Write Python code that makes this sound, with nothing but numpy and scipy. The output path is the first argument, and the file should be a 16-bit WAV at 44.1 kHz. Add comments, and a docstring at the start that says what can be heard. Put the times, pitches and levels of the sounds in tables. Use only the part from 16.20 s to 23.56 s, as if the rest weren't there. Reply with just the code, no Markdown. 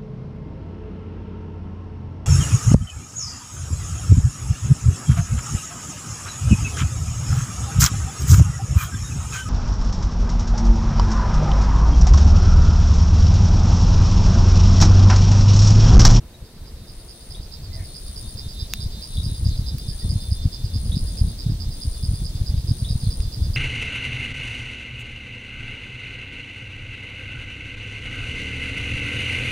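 """A grassy hillside full of insects: on the right two katydids chirp in turn, as rattles of gliding pulses.
On the left a cricket buzzes in bursts of tonal strokes and a thinner buzz of ringing clicks comes and goes
above it, while a cicada drones in throbbing harmonics and a faint insect hisses in soft swells of grainy noise.
A frog's ringing chips and far birds' gliding notes sound now and then, and stems tick as short modes. Gusts thump
on the microphone as low swings, nearly alike in both channels, over bands of noise for air and a distant chorus."""
import sys
import numpy as np
from scipy import signal
from scipy.io import wavfile
from scipy.ndimage import uniform_filter1d

SR = 44100
rng = np.random.default_rng(int(sys.argv[2]) if len(sys.argv) > 2 else 0)


def digitize_waveform(pressure):
    """Quantize a signal to 16-bit integers and store it at the path in sys.argv[1].

    Rows of a 2-D input are taken as channels; values are limited to [-1, 1].
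    """
    field = np.atleast_2d(pressure).T
    bounded = np.clip(field, -1, 1)
    quanta = np.round(bounded * 32767).astype(np.int16)
    wavfile.write(sys.argv[1], SR, quanta)


def gain_from_decibels(decibels):
    """Convert decibel values to linear amplitude factors."""
    exponent = np.asarray(decibels, float) / 20
    return 10 ** exponent


N = 324576
T = np.arange(N) / SR   # time in seconds

# The strongest eddies hitting the microphone. Each row: centre in seconds, level in dB, swing rate in Hz.
EDDIES = [(0.225, -25.5, 58.4), (0.424, -25.5, 59.4), (1.199, -24, 77), (1.498, -21.5, 56),
          (1.564, -24, 67.4), (1.611, -23.5, 66), (2.079, -19.5, 60), (2.157, -19, 88), (2.265, -17, 103),
          (2.429, -17, 70.4), (2.595, -19, 86), (2.665, -16.5, 92), (2.722, -25, 70), (2.983, -11.5, 81),
          (3.034, -17, 80), (3.068, -13.5, 103), (3.123, -16.5, 97.5), (3.201, -18, 59), (3.265, -5, 84),
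          (3.293, -11.5, 69.6), (3.394, -12, 92), (3.451, -17.5, 75), (3.549, -11.5, 96),
          (3.689, -16.5, 92), (3.848, -18.5, 56.6), (3.904, -11.5, 64.6), (3.962, -8, 82),
          (4.123, -8.5, 71), (4.259, -3.5, 98), (4.445, -12, 75.6), (4.56, -9, 78.7), (4.701, -16, 70),
          (4.77, -10.5, 124), (5.019, -5.5, 87), (5.064, -16, 76.5), (5.271, -14.5, 89), (5.301, -8, 114),
          (5.323, -12, 127), (5.493, -15, 77), (5.652, -26, 90), (5.682, -12.5, 61.5), (5.837, -13.5, 93),
          (5.893, -11, 71.5), (5.939, -12, 112), (6.022, -15, 122), (6.215, -12, 82), (6.301, -14.5, 69),
          (6.344, -11.5, 82), (6.382, -11, 58), (6.447, -17, 80), (6.515, -3.5, 101), (6.627, -9, 92),
          (6.708, -10.5, 84.5), (6.757, -10.5, 94), (6.837, -12.5, 92), (6.873, -9.5, 83),
          (7.004, -10.5, 66), (7.059, -15, 82), (7.224, -9, 69), (7.303, -11.5, 77)]
# Wind rumble between the thumps. 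Each row: time in seconds, rms level in dB.
RUMBLE_LEVEL = [(0.0, -37.5), (0.24, -40), (1.0, -39), (1.37, -36.5), (1.74, -36), (2.99, -32.5),
                (3.18, -28.5), (3.71, -30), (3.94, -30), (4.3, -30.5), (4.65, -24.5), (5.27, -28),
                (5.76, -33), (6.03, -25), (6.48, -32), (7.28, -28.5), (7.36, -29.5)]
# Spectrum of the rumble. Each row: frequency in Hz, relative density in dB per Hz.
RUMBLE_SPECTRUM = [(12, -56), (20, 4), (59, 3), (106, -7), (167, -11.5), (420, -45), (600, -39.5),
                   (780, -57), (1320, -120)]
# Spectrum of the air noise. Each row: frequency in Hz, relative density in dB per Hz.
AIR_SPECTRUM = [(88, -30), (150, -3), (391, -4), (1080, -16.5), (2360, -19.5), (4000, -22), (4320, -47.5),
                (4950, -35), (7180, -24), (14500, -25), (16000, -33)]
# Spectrum of the distant insect chorus. Each row: frequency in Hz, relative density in dB per Hz.
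CHORUS_SPECTRUM = [(2000, -26), (2400, -26.5), (2750, -21.5), (3200, -14), (3800, -10), (4300, -5.5),
                   (4950, -11), (5500, -12), (6300, -13.5), (7300, -23), (9000, -11.5), (11000, -22),
                   (13600, -20), (14600, -26), (15800, -24)]
# Left-right correlation of the banded noises. Each row: frequency in Hz, correlation from -1 to 1.
LIKENESS = [(30, 1), (270, 0.98), (450, 0.89), (740, 0.71), (1200, 0.64), (2000, 0.7), (3300, -0.047),
            (5500, -0.16), (9000, 0.16), (12500, -0.018), (15000, -0.36)]
# Click rate of the cicada. Each row: time in seconds, rate in Hz.
CICADA_RATE = [(0, 306.0), (1.5, 304.7), (2.5, 302.0), (3.5, 299.7), (4.5, 297.6), (5.5, 295.3),
               (6.5, 293.8), (7.36, 292.5)]
# Cicada harmonics. Each row: time in seconds, relative levels in dB of harmonics 12, 13 and 14.
CICADA_HARMONICS = [(0, -73, -82, -90), (.55, -65.5, -66, -78), (1.0, -67, -75, -72), (1.4, -59, -60, -62),
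                    (1.6, -64, -61, -60), (1.95, -57, -76, -60), (2.4, -48, -50.5, -62),
                    (2.75, -54, -53.5, -57), (3.1, -53, -49.5, -62), (3.3, -55, -57, -59),
                    (3.55, -54, -54.5, -67), (3.9, -50.5, -66, -55), (4.3, -51, -69, -62),
                    (4.75, -59, -63, -57), (5.25, -59.5, -56.5, -76), (5.8, -55, -70, -66),
                    (6.3, -58, -62, -68), (6.65, -63, -55, -70), (6.87, -57, -58, -56),
                    (7.1, -56.5, -73, -70), (7.36, -57, -74, -72)]
# Cricket bursts. Each row: start in seconds, end in seconds, length in seconds of the faint trill that follows.
CRICKET_BURSTS = [(-.5, -.02, .22), (0.637, 1.182, 0.12), (1.5417, 2.144, 0.14), (2.5545, 2.648, 0),
                  (2.7913, 3.252, 0.14), (3.584, 4.168, 0.16), (4.5338, 5.117, 0.16), (5.4875, 6.055, .28),
                  (6.454, 7.028, .31)]
# Wing strokes of one katydid chirp. 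Each row: delay after the beat in seconds, length in seconds,
# relative level in dB, first pitch in Hz, last pitch in Hz.
KATYDID_STROKES = [(-.0100, 0.0067, -8.5, 5275, 4400), (-.0032, 0.0049, -4.5, 4400, 5320),
                   (.0045, 0.00816, -5.5, 5364, 4464), (0.0124, 0.00386, -1, 4434, 5400),
                   (0.0188, 0.0072, -10.5, 5280, 4490), (0.0263, .0045, -8, 4650, 5000),
                   (.034, 0.0047, -13, 5160, 4750), (0.044, 0.0031, -15, 4940, 5000)]
# Far bird notes. Each row: start in seconds, length in seconds, first pitch in Hz, last pitch in Hz,
# rms level in dB before roughness and scattering, roughness from 0 to 1.
BIRD_NOTES = [(0.135, 0.028, 3940, 3790, -55, 0), (1.492, 0.12, 2050, 2010, -57.5, 0.3),
              (1.558, 0.074, 1940, 1680, -58, 0.27), (1.585, 0.077, 2290, 2010, -56.5, 0.5),
              (1.545, 0.062, 652, 653, -51.5, 0.23), (3.274, 0.1, 4950, 3590, -43.5, 0.85),
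              (3.701, 0.053, 1660, 1800, -59, 0.3), (3.8, 0.051, 1890, 1940, -58, .1),
              (3.878, 0.086, 2050, 2150, -68, .1), (6.808, 0.087, 5000, 3800, -45, 0.84)]
# Frog chips. Each row: time in seconds, relative level in dB.
FROG_CHIPS = [(1.1468, -38.5), (2.9706, -30.5), (4.7182, -31.5), (6.6463, -32)]
# Faint insect hisses. Each row: centre in seconds, length in seconds, rms level at the peak in dB.
INSECT_HISSES = [(1.97, .15, -62), (3.046, 0.14, -62), (3.3, .08, -52), (3.947, 0.1, -51),
                 (4.933, 0.16, -52), (6.1, 0.13, -55), (6.815, .1, -64)]
# Stems ticking. Each row: time in seconds, relative level in dB, left over right in dB,
# tilt of the modes in dB per octave above 5 kHz.
STEM_TICKS = [(2.5366, -9.5, 0.5, 9), (3.291, -41, -3, 0), (3.584, -36, -9, 19.5), (4.9734, -37, 17, -4),
              (6.378, -33, -4, -6), (7.0042, -30, -12, -10)]
# Modes of a dry stem. 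Each row: frequency in Hz, relative level in dB, 60 dB decay time in seconds.
STEM_MODES = [(2740, -6, 0.021), (2870, -10, 0.013), (3800, 3.5, 0.012), (4400, -3, 0.0092),
              (5000, 4, 0.0049), (5730, 3, 0.0065), (6600, 1, .004), (8450, -19, 0.01), (9700, -12, 0.004),
              (10950, -11, 0.0067), (12200, -12, .003), (13900, -10, 0.003), (15100, -14, 0.0067)]


def rms_one(x):
    """Normalisation: divide a signal by its root mean square."""
    return x / np.sqrt(np.mean(x ** 2) + 1e-20)


def at_hz(points, hz):
    """Interpolation of a spectrum along a logarithmic frequency axis."""
    points_hz, values = np.transpose(points)
    return np.interp(np.log(hz), np.log(points_hz), values)


def band_pass(x, low_hz, high_hz):
    """Butterworth band-pass: keeps the part of a spectrum between two corners."""
    return signal.sosfilt(signal.butter(2, [low_hz, high_hz], "band", fs=SR, output="sos"), x)


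def drift(rate):
    """Slow random modulation: noise through two equal poles with corners at rate (Hz), rms 1."""
    # one value every 40 samples; the first 2000 let the filter settle
    r = np.exp(-80 * np.pi * rate / SR)
    slow = signal.lfilter([1], [1, -2 * r, r * r], rng.standard_normal(N // 40 + 2002))[2000:]
    return np.interp(np.arange(N) / 40, np.arange(len(slow)), rms_one(slow))


def ring(clicks, hz, t60):
    """Damped resonance: a unit click sets off a sine of height near 1 that falls 60 dB in t60 seconds."""
    r = gain_from_decibels(-60 / (t60 * SR))
    w = 2 * np.pi * hz / SR
    return signal.lfilter([0, np.sin(w)], [1, -2 * r * np.cos(w), r * r], clicks + 1e-18)


def sweep(length_s, from_hz, to_hz):
    """Frequency glide: a tone pulse under a half-sine envelope, its pitch moving linearly."""
    n = round(length_s * SR)
    turns = np.cumsum(np.linspace(from_hz, to_hz, n)) / SR
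    return np.sin(np.pi * np.arange(n) / n) * np.sin(2 * np.pi * turns)


def banded_noise(spectrum, shared_db, own_db, per_octave):
    """Band-wise noise: each stereo band has its own level, flicker and interaural correlation; total rms 1."""
    low_hz, high_hz = spectrum[0][0], spectrum[-1][0]
    edges = np.geomspace(low_hz, high_hz, int(per_octave * np.log2(high_hz / low_hz)) + 1)
    out, together = 0, drift(15.4)
    white = rng.standard_normal((2, 2, N))   # neighbouring bands use different noise
    for k, (low, high) in enumerate(zip(edges, edges[1:])):
        mid, side = band_pass(white[k % 2], low, high)
        hz = np.sqrt(low * high)
        alike = np.clip(at_hz(LIKENESS, hz), -1, 1)
        gain = gain_from_decibels(at_hz(spectrum, hz) + shared_db * together + own_db * drift(20.0))
        out = out + gain * (np.sqrt(1 + alike) * mid + np.sqrt(1 - alike) * side * [[1], [-1]])
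    return rms_one(out)


def in_grass(x, pan_db, lag, scatter_db, t60):
    """Scattering: level and delay place a source; swaying leaves add a short fluttering tail for each ear."""
    # positive pan_db is left; lag delays the right ear by that many samples
    t = T[:round(t60 * SR)]
    tail = rng.standard_normal((2, len(t))) * gain_from_decibels(-60 * t / t60)
    tail = gain_from_decibels(scatter_db) * tail / np.sqrt(np.sum(tail ** 2, axis=1, keepdims=True))
    flutter = np.array([drift(90), drift(90)])
    direct = np.array([x, np.roll(x, lag)]) * gain_from_decibels([[pan_db / 2], [-pan_db / 2]])
    return direct + flutter * signal.fftconvolve([x, x], tail, axes=1)[:, :N]


def strokes(bursts, per_s, jitter_s, uneven_db):
    """Stridulation timing: clicks at a nearly steady stroke rate, swelling at the start of each burst."""
    out = np.zeros(N)
    for start, end, swell, level_db in bursts:
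        late, size = rng.standard_normal((2, 200))
        s = np.arange(200) / per_s
        s = s - .002 * np.sin(np.pi * np.clip(s / (end - start), 0, 1))   # a little quicker at first
        at = np.round((start + s + jitter_s * late) * SR).astype(int)
        keep = (s < end - start) & (at >= 0) & (at < N)
        height = gain_from_decibels(level_db + uneven_db * size) * np.clip(0.42 + s / swell, 0, 1)
        out[at[keep]] += height[keep]
    return out


def with_companions(eddies):
    """Eddy pairing: each strong eddy brings a weaker one just before or after it."""
    out = []
    for (s, level_db, hz), (side, gap, size, pitch) in zip(eddies, rng.random((len(eddies), 4))):
        near_s = s + np.sign(side - .5) * (0.01707 + .02 * gap)
        near_s = min(near_s, eddies[-1][0])
        out += [(s, level_db, hz), (near_s, level_db - 4 - 7 * size, 82 * (1 + .5 * (pitch - .5)))]
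    return out


def wind():
    """Turbulence: each eddy is a thump of about one swing with a sharper edge, over a lumpy rumble."""
    thumps, t = np.zeros((2, N)), np.arange(-2000, 2000) / SR
    eddies = with_companions(EDDIES)
    for (s, level_db, hz), (turn, edge_turn, lean) in zip(eddies, rng.random((len(eddies), 3))):
        at = round(s * SR) + np.arange(-2000, 2000)
        swing = np.exp(-(t * hz / 0.5) ** 2) * np.cos(2 * np.pi * (hz * t + turn))
        edge = np.exp(-(t * hz / 0.28) ** 2) * np.cos(2 * np.pi * (1.565 * hz * t + edge_turn))
        ear_db = 1.7 * (lean - .5) * np.array([[1], [-1]])
        thumps[:, at] += gain_from_decibels(level_db + ear_db) * (swing + gain_from_decibels(-9.5) * edge)
    rumble = banded_noise(RUMBLE_SPECTRUM, shared_db=2.0, own_db=4.0, per_octave=2)
    wake = uniform_filter1d(np.abs(thumps), size=2500)   # turbulence swells around each eddy
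    return thumps + (gain_from_decibels(np.interp(T, *np.transpose(RUMBLE_LEVEL))) + 0.46 * wake) * rumble


def air_noise():
    """Broadband background: steady noise of the air whose bands flicker slightly."""
    return gain_from_decibels(-49.5) * banded_noise(AIR_SPECTRUM, shared_db=0.5, own_db=1.1, per_octave=2)


def far_chorus():
    """Superposition: many distant insects merge into coloured noise that rises at the start."""
    rise = np.interp(T, [0, 2.57], [0.25, 1])   # seconds, share of the full level
    return gain_from_decibels(-46) * rise * banded_noise(CHORUS_SPECTRUM, shared_db=.3, own_db=.7, per_octave=5)


def top_hiss():
    """Narrow-band noise: far insects near the top of hearing flicker gently, nearly alike in both ears."""
    near, apart = rng.standard_normal(N), rng.standard_normal((2, N))
    band = band_pass(near + .4 * apart, 14900, 15700)
    return gain_from_decibels(-62.5 + 1.5 * drift(30)) * rms_one(band)


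def cicada():
    """Harmonic series: regular clicks heard as three harmonics near the body resonance, dipping between throbs."""
    s, *levels_db = np.transpose(CICADA_HARMONICS)
    turns = np.cumsum(np.interp(T, *np.transpose(CICADA_RATE)) + 0.44 * drift(11.6)) / SR
    dip_s, throb_s = 2.492, .1786   # time of one dip, and seconds between dips
    phase = ((T - dip_s) / throb_s + .04 * drift(3)) % 1
    throb = np.abs(np.sin(np.pi * phase ** 1.4)) ** .9   # slow swell, quick drop
    out = np.zeros((2, N))
    for k, level_db in enumerate(levels_db):
        flicker_db = 2 * np.array([drift(14.0), drift(5.3)])
        gain = gain_from_decibels(np.interp(T, s, level_db) + 7 + flicker_db)
        ear_turns = rng.random() + np.array([[0], [.2]])
        out += gain * throb * np.sin(2 * np.pi * ((12 + k) * turns + ear_turns))
    return out * gain_from_decibels([[-1.5], [1.5]])


def cricket():
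    """Stridulation: the closing stroke is a falling tone, the opening one fainter and nearly half a beat later."""
    stroke = np.zeros(round(.015 * SR))
    closing, opening = sweep(.0075, 9380, 9020), gain_from_decibels(-7) * sweep(.0075, 9200, 8800)
    stroke[:len(closing)] += closing
    stroke[round(.0072 * SR):][:len(opening)] += opening
    level_db, trill_db, pause_s = -37, -12.5, .02   # the trill is relative to the burst
    bursts = [(start, end, 0.21, level_db) for start, end, trill in CRICKET_BURSTS]
    bursts += [(end + pause_s, end + pause_s + trill, .03, level_db + trill_db)
               for start, end, trill in CRICKET_BURSTS if trill > 0]
    clicks = strokes(bursts, per_s=62.05, jitter_s=.00002, uneven_db=.8)
    song = signal.fftconvolve(clicks, stroke)[:N]
    rasp = band_pass(rng.standard_normal(N), 7800, 10500)
    rasp = gain_from_decibels(-6) * rasp * uniform_filter1d(np.abs(song), size=60)   # noise of the wing file rides on the tone
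    return in_grass(song + rasp, pan_db=10, lag=2, scatter_db=-6, t60=.08)


def katydid():
    """Pulse train: each chirp is a rattle of wing strokes, falling and rising in turn, that grows, then dies away."""
    out, beat = np.zeros(N + SR), np.arange(35)
    # first beat, beat length and its growth per beat, all in seconds
    beats_s = .0374 + .214468 * beat + .000029 * beat ** 2 / 2
    for s, (late, loud) in zip(beats_s, rng.standard_normal((len(beat), 2))):
        chance = rng.standard_normal((len(KATYDID_STROKES), 2))
        for (after, length, db, from_hz, to_hz), (early, size) in zip(KATYDID_STROKES, chance):
            stroke = sweep(length, from_hz, to_hz)
            at = round((s + .0015 * late + after + .0003 * early) * SR)
            out[at:at + len(stroke)] += gain_from_decibels(-28 + 0.25 * loud + db + 0.68 * size) * stroke
    return in_grass(out[:N], pan_db=-11, lag=2, scatter_db=-3, t60=.2)


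def answering_katydid():
    """Pulse train: a fainter katydid answers between the beats with even pulses that swell, then fade."""
    out, after = np.zeros(N + SR), .0044 * np.arange(15)
    rise_s, fall_db_per_s = 0.019, 330
    shape_db = -8 * np.clip(1 - after / rise_s, 0, 1) - fall_db_per_s * np.maximum(after - rise_s, 0)
    beats_s = .1335 + .21482 * np.arange(34)
    for s, (late, loud) in zip(beats_s, rng.standard_normal((34, 2))):
        chance = rng.standard_normal((len(after), 4))
        for delay, db, (early, size, pitch, glide) in zip(after, shape_db, chance):
            middle_hz = 4844 + 120 * pitch
            pulse = sweep(0.005, middle_hz + 200 * glide, middle_hz - 200 * glide)
            at = round((s + .0015 * late + delay + .0006 * early) * SR)
            out[at:at + len(pulse)] += gain_from_decibels(-37.5 + 2 * loud + db + 2.0 * size) * pulse
    return in_grass(out[:N], pan_db=-9, lag=2, scatter_db=-3, t60=.2)


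def birds():
    """Frequency and amplitude modulation: gliding notes, the rough ones broken up by a fast flutter."""
    out = np.zeros(N)
    flutter = drift(800)
    for s, length, from_hz, to_hz, level_db, rough in BIRD_NOTES:
        note, at = sweep(length, from_hz, to_hz), round(s * SR)
        broken = 1 - rough + rough * flutter[at:at + len(note)]
        out[at:at + len(note)] += 2 * gain_from_decibels(level_db) * note * broken   # 2 brings the pulse to rms 1
    return in_grass(out, pan_db=-1.5, lag=0, scatter_db=-3, t60=.25)


def high_buzz():
    """Excited resonance: quick paired strokes ring a narrow and a broad resonance."""
    length_s, swell_s, level_db = .92, 0.55, -51.5
    bursts = [(s, s + length_s, swell_s, level_db) for s in .21 + 1.344 * np.arange(6)]
    clicks = strokes(bursts, per_s=130.0, jitter_s=.00002, uneven_db=2.0)
    clicks = clicks + np.roll(clicks, round(.0032 * SR))
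    buzz = ring(clicks, 10440, 0.019) + gain_from_decibels(-3) * ring(clicks, 8200, 0.0015)
    return in_grass(buzz, pan_db=14.5, lag=1, scatter_db=-12.5, t60=.15)


def frog():
    """Impulse and beating: a lower snap, with a held note near 3.8 kHz that throbs as it fades."""
    clicks = np.zeros(N)
    for s, level_db in FROG_CHIPS:
        clicks[round(s * SR)] = gain_from_decibels(level_db)
    t = T[:round(.06 * SR)]
    envelope = (1 - np.exp(-t / 0.0051)) * gain_from_decibels(-6000 * t ** 2)
    throb = 0.77 + 0.33 * np.cos(2 * np.pi * 130 * t)
    tone = np.sin(2 * np.pi * (3810 * t + 1.7 * np.exp(-t / 0.0031)))   # glides up into the note
    held = signal.fftconvolve(clicks, envelope * throb * tone)[:N]
    snap = band_pass(ring(clicks, 3504, 0.028), 3100, 4300)
    return in_grass(gain_from_decibels(4.0) * snap + gain_from_decibels(-2.0) * held, pan_db=-1.5, lag=0, scatter_db=-3, t60=.2)


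def insect_hisses():
    """Band-limited noise: a faint insect hisses in soft grainy swells, roughly once a second."""
    s, length, level_db = np.transpose(INSECT_HISSES)
    swell = sum(gain_from_decibels(db) * np.exp(-((T - at) / width) ** 2) for at, width, db in zip(s, length / 2, level_db))
    grains = rng.standard_normal((2, N)) * gain_from_decibels(5.5 * np.array([drift(60), drift(60)]))
    return swell * rms_one(band_pass(grains, 5300, 7400))


def ticks():
    """Modal impact: a dry stem snaps close by, a broad crack and a few short modes."""
    s, level_db, pan_db, tilt_db = np.transpose(STEM_TICKS)
    at = np.round(s * SR).astype(int)
    tilt, clicks = np.zeros(N), np.zeros((2, N))
    tilt[at] = tilt_db
    clicks[:, at] = gain_from_decibels(level_db + np.array([pan_db, -pan_db]) / 2)
    crack = band_pass(clicks, 1200, 7000)
    modes = 0
    for hz, db, t60 in STEM_MODES:
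        octaves = max(np.log2(hz / 5000), 0)
        modes = modes + gain_from_decibels(db - 11.5) * ring(clicks * gain_from_decibels(tilt * octaves), hz, t60)
    modes = signal.sosfilt(signal.butter(1, 1200, "high", fs=SR, output="sos"), modes)
    return gain_from_decibels(-7.5) * crack + modes


def scene():
    """Superposition: wind, air and chorus under the insects, calls and ticks."""
    background = wind() + air_noise() + far_chorus()
    swell_in = np.minimum(T / 2.28, 1)   # these insects rise evenly from silence over 2.28 s
    insects = swell_in * (top_hiss() + cricket() + katydid() + answering_katydid() + high_buzz())
    return background + cicada() + insects + birds() + frog() + insect_hisses() + ticks()


def top_cut(x):
    """Nothing passes above the cut-off."""
    return signal.sosfilt(signal.butter(12, 17130, fs=SR, output="sos"), x)


def record(dry):
    """Low-pass filtering: a steep elliptic filter cuts the top above 15.8 kHz."""
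    low_pass = signal.ellip(12, .5, 60, 15800, fs=SR, output="sos")   # 0.5 dB ripple, 60 dB rejection
    mix = signal.sosfilt(low_pass, dry)
    return top_cut(mix)


dry = scene()
out = record(dry)
digitize_waveform(out)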